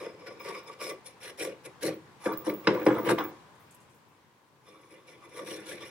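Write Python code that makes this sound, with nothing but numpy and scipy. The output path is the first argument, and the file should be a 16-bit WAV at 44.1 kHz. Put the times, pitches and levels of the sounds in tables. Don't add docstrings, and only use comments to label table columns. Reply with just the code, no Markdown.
import sys
import numpy as np
from scipy import signal
from scipy.fft import rfft, irfft, next_fast_len
from scipy.io import wavfile
from scipy.ndimage import uniform_filter1d

SR = 44100
rng = np.random.default_rng(int(sys.argv[2]) if len(sys.argv) > 2 else 0)


def wav_record(signal):
    frames = np.transpose(np.atleast_2d(signal))
    bounded = np.clip(frames, -1, 1)
    quanta = np.round(bounded * 32767).astype(np.int16)
    wavfile.write(sys.argv[1], SR, quanta)


N = 260190
HZ = np.fft.rfftfreq(next_fast_len(N + SR), 1 / SR)


def amp(db):
    return 10 ** (np.asarray(db) / 20)


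def evened(x):
    return x / np.sqrt(np.mean(abs(x) ** 2) + 1e-20)


def read(points, hz, order=1):
    columns = np.transpose(points)
    return np.interp(np.log(hz + 1), np.log(columns[0] + 1), columns[order])


def add(mix, s, sound):
    part = mix[..., round(s * SR):][..., :sound.shape[-1]]
    part += sound[..., :part.shape[-1]]


def through(x, response):
    size = 2 * len(HZ) - 2
    return irfft(rfft(x, size) * response, size)[..., :N]


def slow_noise(width):
    noise = rng.standard_normal(N)
    return evened(uniform_filter1d(uniform_filter1d(noise, width), width))


def air():
    # (frequency [Hz], relative level [dB per Hz])
    spectrum = [(15, -60), (25, -42), (53, -29), (66, -3.5), (87, -24), (141, 3.5), (180, -8), (503, -7.5),
                (641, -13), (1020, -5), (1330, -14.5), (1440, -12.5), (9840, -32.5), (14800, -43.5),
                (16000, -40)]
    # (time [s], level [dB])
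    level_points = [(0.0, -57), (2.199, -56), (3.0, -49), (3.45, -55.5), (4.16, -61.5), (4.5, -64),
                    (5.4, -58.5), (5.9, -54.5)]
    # (frequency [Hz], likeness [-1 to 1])
    likeness = [(60, 0.65), (180, 0.72), (550, 0.8), (1650, 0.2), (4970, 0.072), (15000, -0.26)]
    frames, hz = N // 256 + 5, np.fft.rfftfreq(1024, 1 / SR)
    a, b, c, d, patches = rng.standard_normal((frames, 513, 5)).T
    patches = evened(uniform_filter1d(uniform_filter1d(patches, 12, 0), 14, 1))
    same = np.clip(read(likeness, hz), -1, 1)[:, None]
    left = a + 1j * b
    right = same * left + np.sqrt(1 - same ** 2) * (c + 1j * d)
    z = np.array([left, right])
    z *= amp(read(spectrum, hz)[:, None] + 0.92 * patches)
    noise = evened(signal.istft(z, nperseg=1024, noverlap=768)[1][:, :N])
    level = amp(np.interp(np.arange(N) / SR, *np.transpose(level_points)))
    return level * amp([[1.1], [-1.1]]) * noise


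def room(x):
    # (frequency [Hz], time to fall 60 dB [s], left-right likeness [0 to 1])
    decay = [(100, 0.67, 1), (500, 0.21, 1), (2007, 0.3086, 0.17), (6000, 0.24, .1), (15000, 0.16, .1)]
    taps = np.zeros((2, SR))
    at = np.arange(300, SR - 20, 20) + rng.integers(0, 20, (2, (SR - 301) // 20))
    np.put_along_axis(taps, at, rng.choice([-1., 1.], at.shape), 1)
    hz, t, (a, b) = signal.stft(taps, SR, nperseg=256)
    same = np.clip(read(decay, hz, order=2), 0, 1)[:, None]
    z = np.array([a, same * a + np.sqrt(1 - same ** 2) * b])
    fading = amp(-60 * t / read(decay, hz)[:, None])
    tail = signal.istft(z * fading, SR, nperseg=256)[1]
    return signal.fftconvolve(x, tail / np.linalg.norm(tail[0]), axes=1)[:, :N]


def touches():
    # (time [s], relative level [dB], band centre [Hz], decay constant [s])
    contacts = [(3.55, -58, 7380, 0.02), (3.5957, -57.5, 13200, 0.06), (3.707, -43.5, 7300, 0.021),
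                (3.7444, -42, 8900, 0.011), (3.802, -49, 6950, 0.0284), (3.895, -56.5, 7330, 0.057),
                (3.943, -60, 13000, 0.034), (4.083, -61.5, 14800, 0.02), (4.13, -65, 6620, 0.0214)]
    out, t = np.zeros((2, N)), np.arange(4096) / SR
    f = np.fft.rfftfreq(4096, 1 / SR)
    thin = f ** 6 / (f ** 6 + 6500.0 ** 6)
    grits = rng.standard_normal((len(contacts), 2, 4096))
    for (s, db, hz, length), grit in zip(contacts, grits):
        puff = grit * abs(grit) * np.minimum(t / 0.0022, 1) * np.exp(-t / abs(length))
        band = np.exp(-(np.log((f + 1) / hz) / 0.48) ** 2)
        add(out, s, amp(db - 7.5) * irfft(rfft(puff) * thin * band))
    return out


def pings():
    # (time [s], level before the port gain [dB], time until damped [s])
    strikes = [(.398, -55.5, .05), (.632, -66, .04), (.915, -62, .04), (1.94, -62, .06),
               (2.3211, -48.5, 0.041), (2.3735, -39.5, 0.07), (2.4912, -51, 0.07), (2.5396, -44.5, 0.05),
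               (2.582, -50.5, 0.08), (2.7372, -50.5, 0.083), (2.7955, -52, 0.077), (2.832, -50, 0.07),
               (2.8844, -58, 0.07), (2.9272, -53, 0.064), (2.9851, -44, 0.07), (3.0305, -44, 0.095),
               (3.1303, -53, 0.07), (3.1877, -46, 0.054), (3.2385, -40.5, 0.08)]
    # (frequency [Hz], relative level [dB], time to fall 60 dB [s])
    partials = [(15009, 0, .4), (15272, -11, 0.15), (15240, -9, .15), (15698, 4, .2)]
    first, upper, t = np.zeros(N), np.zeros(N), np.arange(SR // 4) / SR
    rattle = amp(5.0 * slow_noise(150))
    for (s, db, length), phase in zip(strikes, rng.random((len(strikes), 4))):
        attack, damping = np.clip(t / .002, 0, 1), np.clip((length - t) / .02, 0, 1)
        gate = attack * damping * (.45 + .55 * np.exp(-t / 0.011))
        for k, (hz, mode_db, t60) in enumerate(partials):
            sine = np.sin(2 * np.pi * (hz * t + phase[k]))
            ring = gate * amp(db + mode_db - 60 * t / t60) * sine
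            add(upper if k else first, s, ring)
    return (first + rattle * upper) * amp([[-14.0], [5.0]])


def modes(table, order=1):
    total = 0
    for k, (f, width, db) in enumerate(table):
        resonance = 1j * HZ * width / (f ** 2 - HZ ** 2 + 1j * HZ * width)
        total = total + (-1) ** k * amp(db) * resonance ** order
    return total


def bodies():
    # (frequency [Hz], width [Hz], relative level [dB])
    bench = [(65.1, 11, -23.5), (95, 19, -24.5), (123.4, 12, -12.5), (157, 15, -13.5), (205, 18, -11.5),
             (253.7, 16, -16), (303.6, 46, -5.5), (335.9, 36.25, -1.5)]
    # (frequency [Hz], width [Hz], relative level [dB])
    block = [(381.5, 13, 3), (432.8, 52.4, 0), (524.2, 46, 3), (620, 32, -9), (671, 27, -13),
             (784.6, 35, -19)]
    # (frequency [Hz], width [Hz], relative level [dB])
    bending = [(917, 28, -7.5), (1057, 300, -7.5), (1146, 36.6, 3.5)]
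    # (frequency [Hz], width [Hz], held lightly [dB], held firmly [dB])
    blade = [(1430, 90, 4, -8), (1813, 100, 2, -2.5), (2022, 42, 5, 1.5), (2315, 200, 9.5, 3),
             (2862, 160, -6, -10), (3494, 250, 0, -3), (4030, 84, -11.5, -12.5), (5114, 190, 8.5, -5.5),
             (5586, 370, -5, -7), (6386, 900, -7, -12.5), (8500, 410, -22, -15), (9230, 250, 0.5, -6),
             (10140, 1230, -7, -6.5), (11580, 500, -34.5, -15), (13300, 660, -20.5, -22.5),
             (14800, 780, -16, -23.5)]
    # (frequency [Hz], relative level [dB per Hz])
    tearing = [(710, -38.5), (1200, 3.5), (1280, -2.5), (1670, -0.5), (2390, -1.5), (2650, -7),
               (4050, -9.5), (4540, -15.5), (6790, -18.5), (9930, -23.5), (15000, -24)]
    # (frequency [Hz], width [Hz], relative level [dB])
    splinters = [(900, 980, -1.5), (1202, 450, 1), (1490, 540, -13)]
    shaving_hz, edge_hz = 1300, 4500
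    edge = 1 / (1 + (edge_hz / (HZ + 1)) ** 8)
    shaving = (1 - edge) / (1 + (shaving_hz / (HZ + 1)) ** 8)
    light_grip, firm_grip = [modes(np.array(blade)[:, [0, 1, held]], order=2) for held in (2, 3)]
    rasp = amp(read(tearing, HZ))
    bright = [h * np.sqrt(part) for h in (light_grip, firm_grip, rasp) for part in (shaving, edge)]
    radiation = (1j * HZ / (1j * HZ + 111.0)) ** 2
    lowpass = 1 / np.sqrt(1 + (HZ / 14900.0) ** 60)
    responses = [modes(bench), modes(block), modes(bending)] + bright + [modes(splinters, order=2)]
    return [evened(h * radiation * lowpass) for h in responses]


def ports(common, own):
    # (frequency [Hz], left over right [dB])
    lean = [(60, -0.5), (99, -4), (160, 1.5), (270, 2.5), (450, 1), (740, 2.5), (1220, -0.5), (2010, 1),
            (3330, -3.5), (5500, 2.5), (9080, 9.5), (15000, -11.5)]
    # (frequency [Hz], power share of the tearing common to both ports [0 to 1])
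    coherence = [(100, 0.97), (700, 0.91), (2000, 0.61), (5000, 0.43), (14000, 0.46)]
    # (delay [s], share before the treble filter)
    reflections = [(.00031, 0.47), (.00052, 0.15)]
    lag_s = 5e-5
    same = np.clip(read(coherence, HZ), 0, 1)
    side = np.array([[1], [-1]])
    place = amp(side * read(lean, HZ) / 2) * np.exp(-1j * np.pi * side * HZ * lag_s)
    treble = HZ ** 2 / (HZ ** 2 + 21000.0 ** 2)
    bounce = np.array([1 + share * treble * np.exp(-2j * np.pi * HZ * s) for s, share in reflections])
    shared = through(common, place * bounce * np.sqrt(same))
    return shared + through(own, place * np.sqrt(1 - same))


def fibres(per_s=3500.0, spread_db=5.5, hiss=0.61, judder_db=2.0):
    size = amp(spread_db * np.minimum(rng.exponential(1, (3, N)), 4))
    size = size * rng.choice([-1., 1.], (3, N))
    clicks = evened(size * (rng.random((3, N)) < per_s / SR))
    judder = slow_noise(300)
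    return evened((clicks + hiss * rng.standard_normal((3, N))) * amp(judder_db * judder))


def quick(db, knee_db):
    return np.clip(0.095 + 0.86 / (1 + amp(-1.3 * (db - knee_db))), 0, 1)


def nudge(rise, hold, fall, *tops_db):
    # (stretch of the rise [ratio], extra hold [s], stretch of the fall [ratio], sag while held [dB/s])
    layers = [(1.43, 0.005, 1.025, 16), (1.13, .001, 1.02, 45), (1.06, 0.001, 0.97, 22),
              (1.02, .001, 0.51, 19.5)]
    rise_db = 18
    t = np.arange(0, .7, 1 / SR)
    late, linger, slow, sag = np.transpose(layers)[..., None]
    up = max(rise, 1 / 500) * late
    held = max(hold, 0) + abs(linger)
    rising = rise_db * np.clip(1 - t / up, 0, 1) ** 1.11
    sagging = sag * np.clip(t - up, 0, held)
    falling = 20 * np.maximum(t - up - held, 0) / (max(fall, 1 / 50) * slow)
    return t, np.array(tops_db)[:, None] - rising - sagging - falling


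def nudge_forces():
    # (time [s], rise [s], hold [s],
    # fall for 20 dB [s], push into the block [dB], bending [dB], tearing shaving [dB], edge hiss [dB])
    nudges = [(0, 0.0017, 0.052, 0.13, -42, -47.5, -50.5, -58),
              (0.187, 0.0044, 0.011, 0.87, -51.5, -59, -58.5, -74),
              (0.256, 0.013, .012, -0.08, -41.5, -53.5, -44.5, -56),
              (0.291, 0.0063, .025, 0.15, -47.5, -56, -56.5, -69),
              (0.385, 0.015, .02, 0.2, -53, -50.5, -52.5, -60.5),
              (0.431, .016, 0.063, -0.04, -38, -41, -43, -53),
              (.515, 0.01, 0.051, 0.12, -48.5, -46, -49, -56.5),
              (0.662, .014, 0.019, 0.01, -51, -43, -52.5, -57.5),
              (0.703, .01, 0.024, 0, -58, -54, -54, -59.5),
              (0.787, 0.025, 0.092, .045, -37.5, -43.5, -44, -46),
              (1.043, .018, .01, 0.08, -57.5, -69, -54, -50.5),
              (1.202, .03, .07, -0.09, -48, -58.5, -46.5, -49),
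              (1.375, .025, .05, 0.08, -34.5, -50, -41.5, -41),
              (1.635, 0.021, 0.0048, 0.03, -46.5, -57, -50.5, -49.5),
              (1.809, .02, .045, 0.0652, -31, -46, -38, -39), (2.2, .05, .01, 0.12, -55, -42.5, -48, -48),
              (2.255, 0.0017, .002, 0.17, -33, -34, -46.5, -85),
              (2.439, .02, .005, 0.12, -60, -43, -50, -47.5),
              (2.462, .004, .002, 0.1051, -29.5, -38.5, -49.5, -70),
              (2.634, .01, .03, -1.7, -47.5, -53.5, -55, -66),
              (2.669, .003, .002, 0.1738, -23, -27.5, -33, -66),
              (2.844, .022, .002, 0, -49.5, -45.5, -50.5, -48),
              (2.861, .003, .002, 0.1424, -23, -24.5, -35.5, -65),
              (2.928, .03, .02, 0.12, -38, -44, -55.5, -65),
              (3.04, .015, .02, 0.1032, -33, -35.5, -42, -51),
              (3.058, .04, .02, 0.0086, -25, -29, -32, -42.5),
              (3.177, 0.0023, 0.0071, 0.09, -37, -30, -36.5, -61),
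              (3.208, .015, .02, 0.12, -46.5, -41, -57, -78),
              (4.633, .04, .02, 0.16, -60, -61.5, -63, -65.5), (4.722, .02, .02, 0.2, -66, -63, -67, -73.5),
              (4.788, .02, .04, 0.9, -69, -62, -70, -73), (4.887, .02, .015, 0.14, -55, -69, -59.5, -66.5),
              (5.051, .03, .02, 0.17, -57.5, -65, -57, -62.5), (5.198, .03, .03, 0, -58, -53, -59, -66),
              (5.283, .01, .01, 6, -63, -73, -61, -65), (5.333, .04, .02, 0.07, -40.5, -48, -47.5, -51),
              (5.446, .025, .07, 0.19, -45.5, -54, -46.5, -48),
              (5.644, .04, .03, 0.17, -46.5, -64, -46, -47.5), (5.781, .03, .08, -11, -55, -56, -50, -57)]
    # (time [s], bench over push [dB])
    depth_points = [(0, -7.5), (1.3, -12), (1.8, -2), (2.3, -2), (3.2, 3), (4.6, -4), (5.9, -3)]
    damp_s = 0.77, 1.06
    power = np.zeros((10, N))
    for s, *row in nudges:
        t, (push, bend, tear, hiss) = nudge(*row)
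        depth = np.interp(s + t, *np.transpose(depth_points))
        bite = max(tear.max(), (push + 2 * depth).max() - 4.0)
        rasp = np.array([quick(bite, -42.0), quick(tear.max(), -40.0)])[:, None]
        firm = np.interp(s, damp_s, [0, 1])
        split = quick(bend + 2.0 * depth, -49.0)
        low, bright = amp(bend), amp([tear, hiss])
        ring = bright * np.sqrt(1 - rasp)
        rows = [amp([push + depth, push]), low * np.sqrt(1 - split),
                ring * np.sqrt(1 - firm), ring * np.sqrt(firm),
                bright * np.sqrt(rasp), low * np.sqrt(split)]
        add(power, s, np.vstack(rows) ** 2)
    level = np.sqrt(abs(uniform_filter1d(power, 40)))
    grain = np.array([fibres(), fibres()])[[0, 0, 0, 0, 1, 0, 1, 0, 1, 0]]
    return level[:, None] * grain


def add_knocks(force):
    # (time [s], relative level [dB], crack over the thud [dB], thin snap over the thud [dB])
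    jerks = [(2.26, -17, -7.5, -30), (2.335, -31.5, -8.5, -14), (2.468, -20, -20, -42.5),
             (2.497, -29, 2, -32), (2.672, -6, -2, -41), (2.865, -5, -11, -45), (3.105, -15.5, -34, -16),
             (3.185, -26, 7, -33.5)]
    t = np.arange(6000) / SR
    grits = rng.standard_normal((len(jerks), 3, 6000))
    for (s, db, crack, snap), grit in zip(jerks, grits):
        burst = .5 * np.exp(-t / 0.0047)
        crunch = 0.086 * abs(grit) * np.exp(-t / 0.019)
        blow = 1.09 * np.exp(-t / 0.00027) + grit * (burst + crunch)
        reach = db + np.array([-9, -8, crack - 14, crack - 12, snap - 6, -99, -99,
                               crack - 9, snap - 6, crack - 14])
        add(force, s, amp(reach)[:, None, None] * blow)


def chisel(patchy_db=3.0):
    force = nudge_forces()
    add_knocks(force)
    paths = sum(through(f, h) for f, h in zip(force, bodies()))
    hz, t, z = signal.stft(ports(paths[0], paths[1:]), SR, nperseg=512, noverlap=384)
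    patches = uniform_filter1d(rng.standard_normal((len(t), len(hz))), 9, 0)
    patches = uniform_filter1d(uniform_filter1d(patches, 5, 1), 5, 0)
    patches = evened(patches).T * (hz > 700)[:, None]
    return signal.istft(z * amp(patchy_db * patches), SR, nperseg=512, noverlap=384)[1][:, :N]


def scene():
    near = chisel() + touches()
    return near + amp(-13.5) * room(near) + pings() + air()


def record(dry):
    hiss_db, edge_hz = -76.5, 16000
    wet = dry + amp(hiss_db) * rng.standard_normal(dry.shape)
    lowpass = signal.firwin(1023, edge_hz, window=("kaiser", 10), fs=SR)
    return signal.oaconvolve(wet, lowpass[None], "same")


dry = scene()
out = record(dry)
wav_record(out)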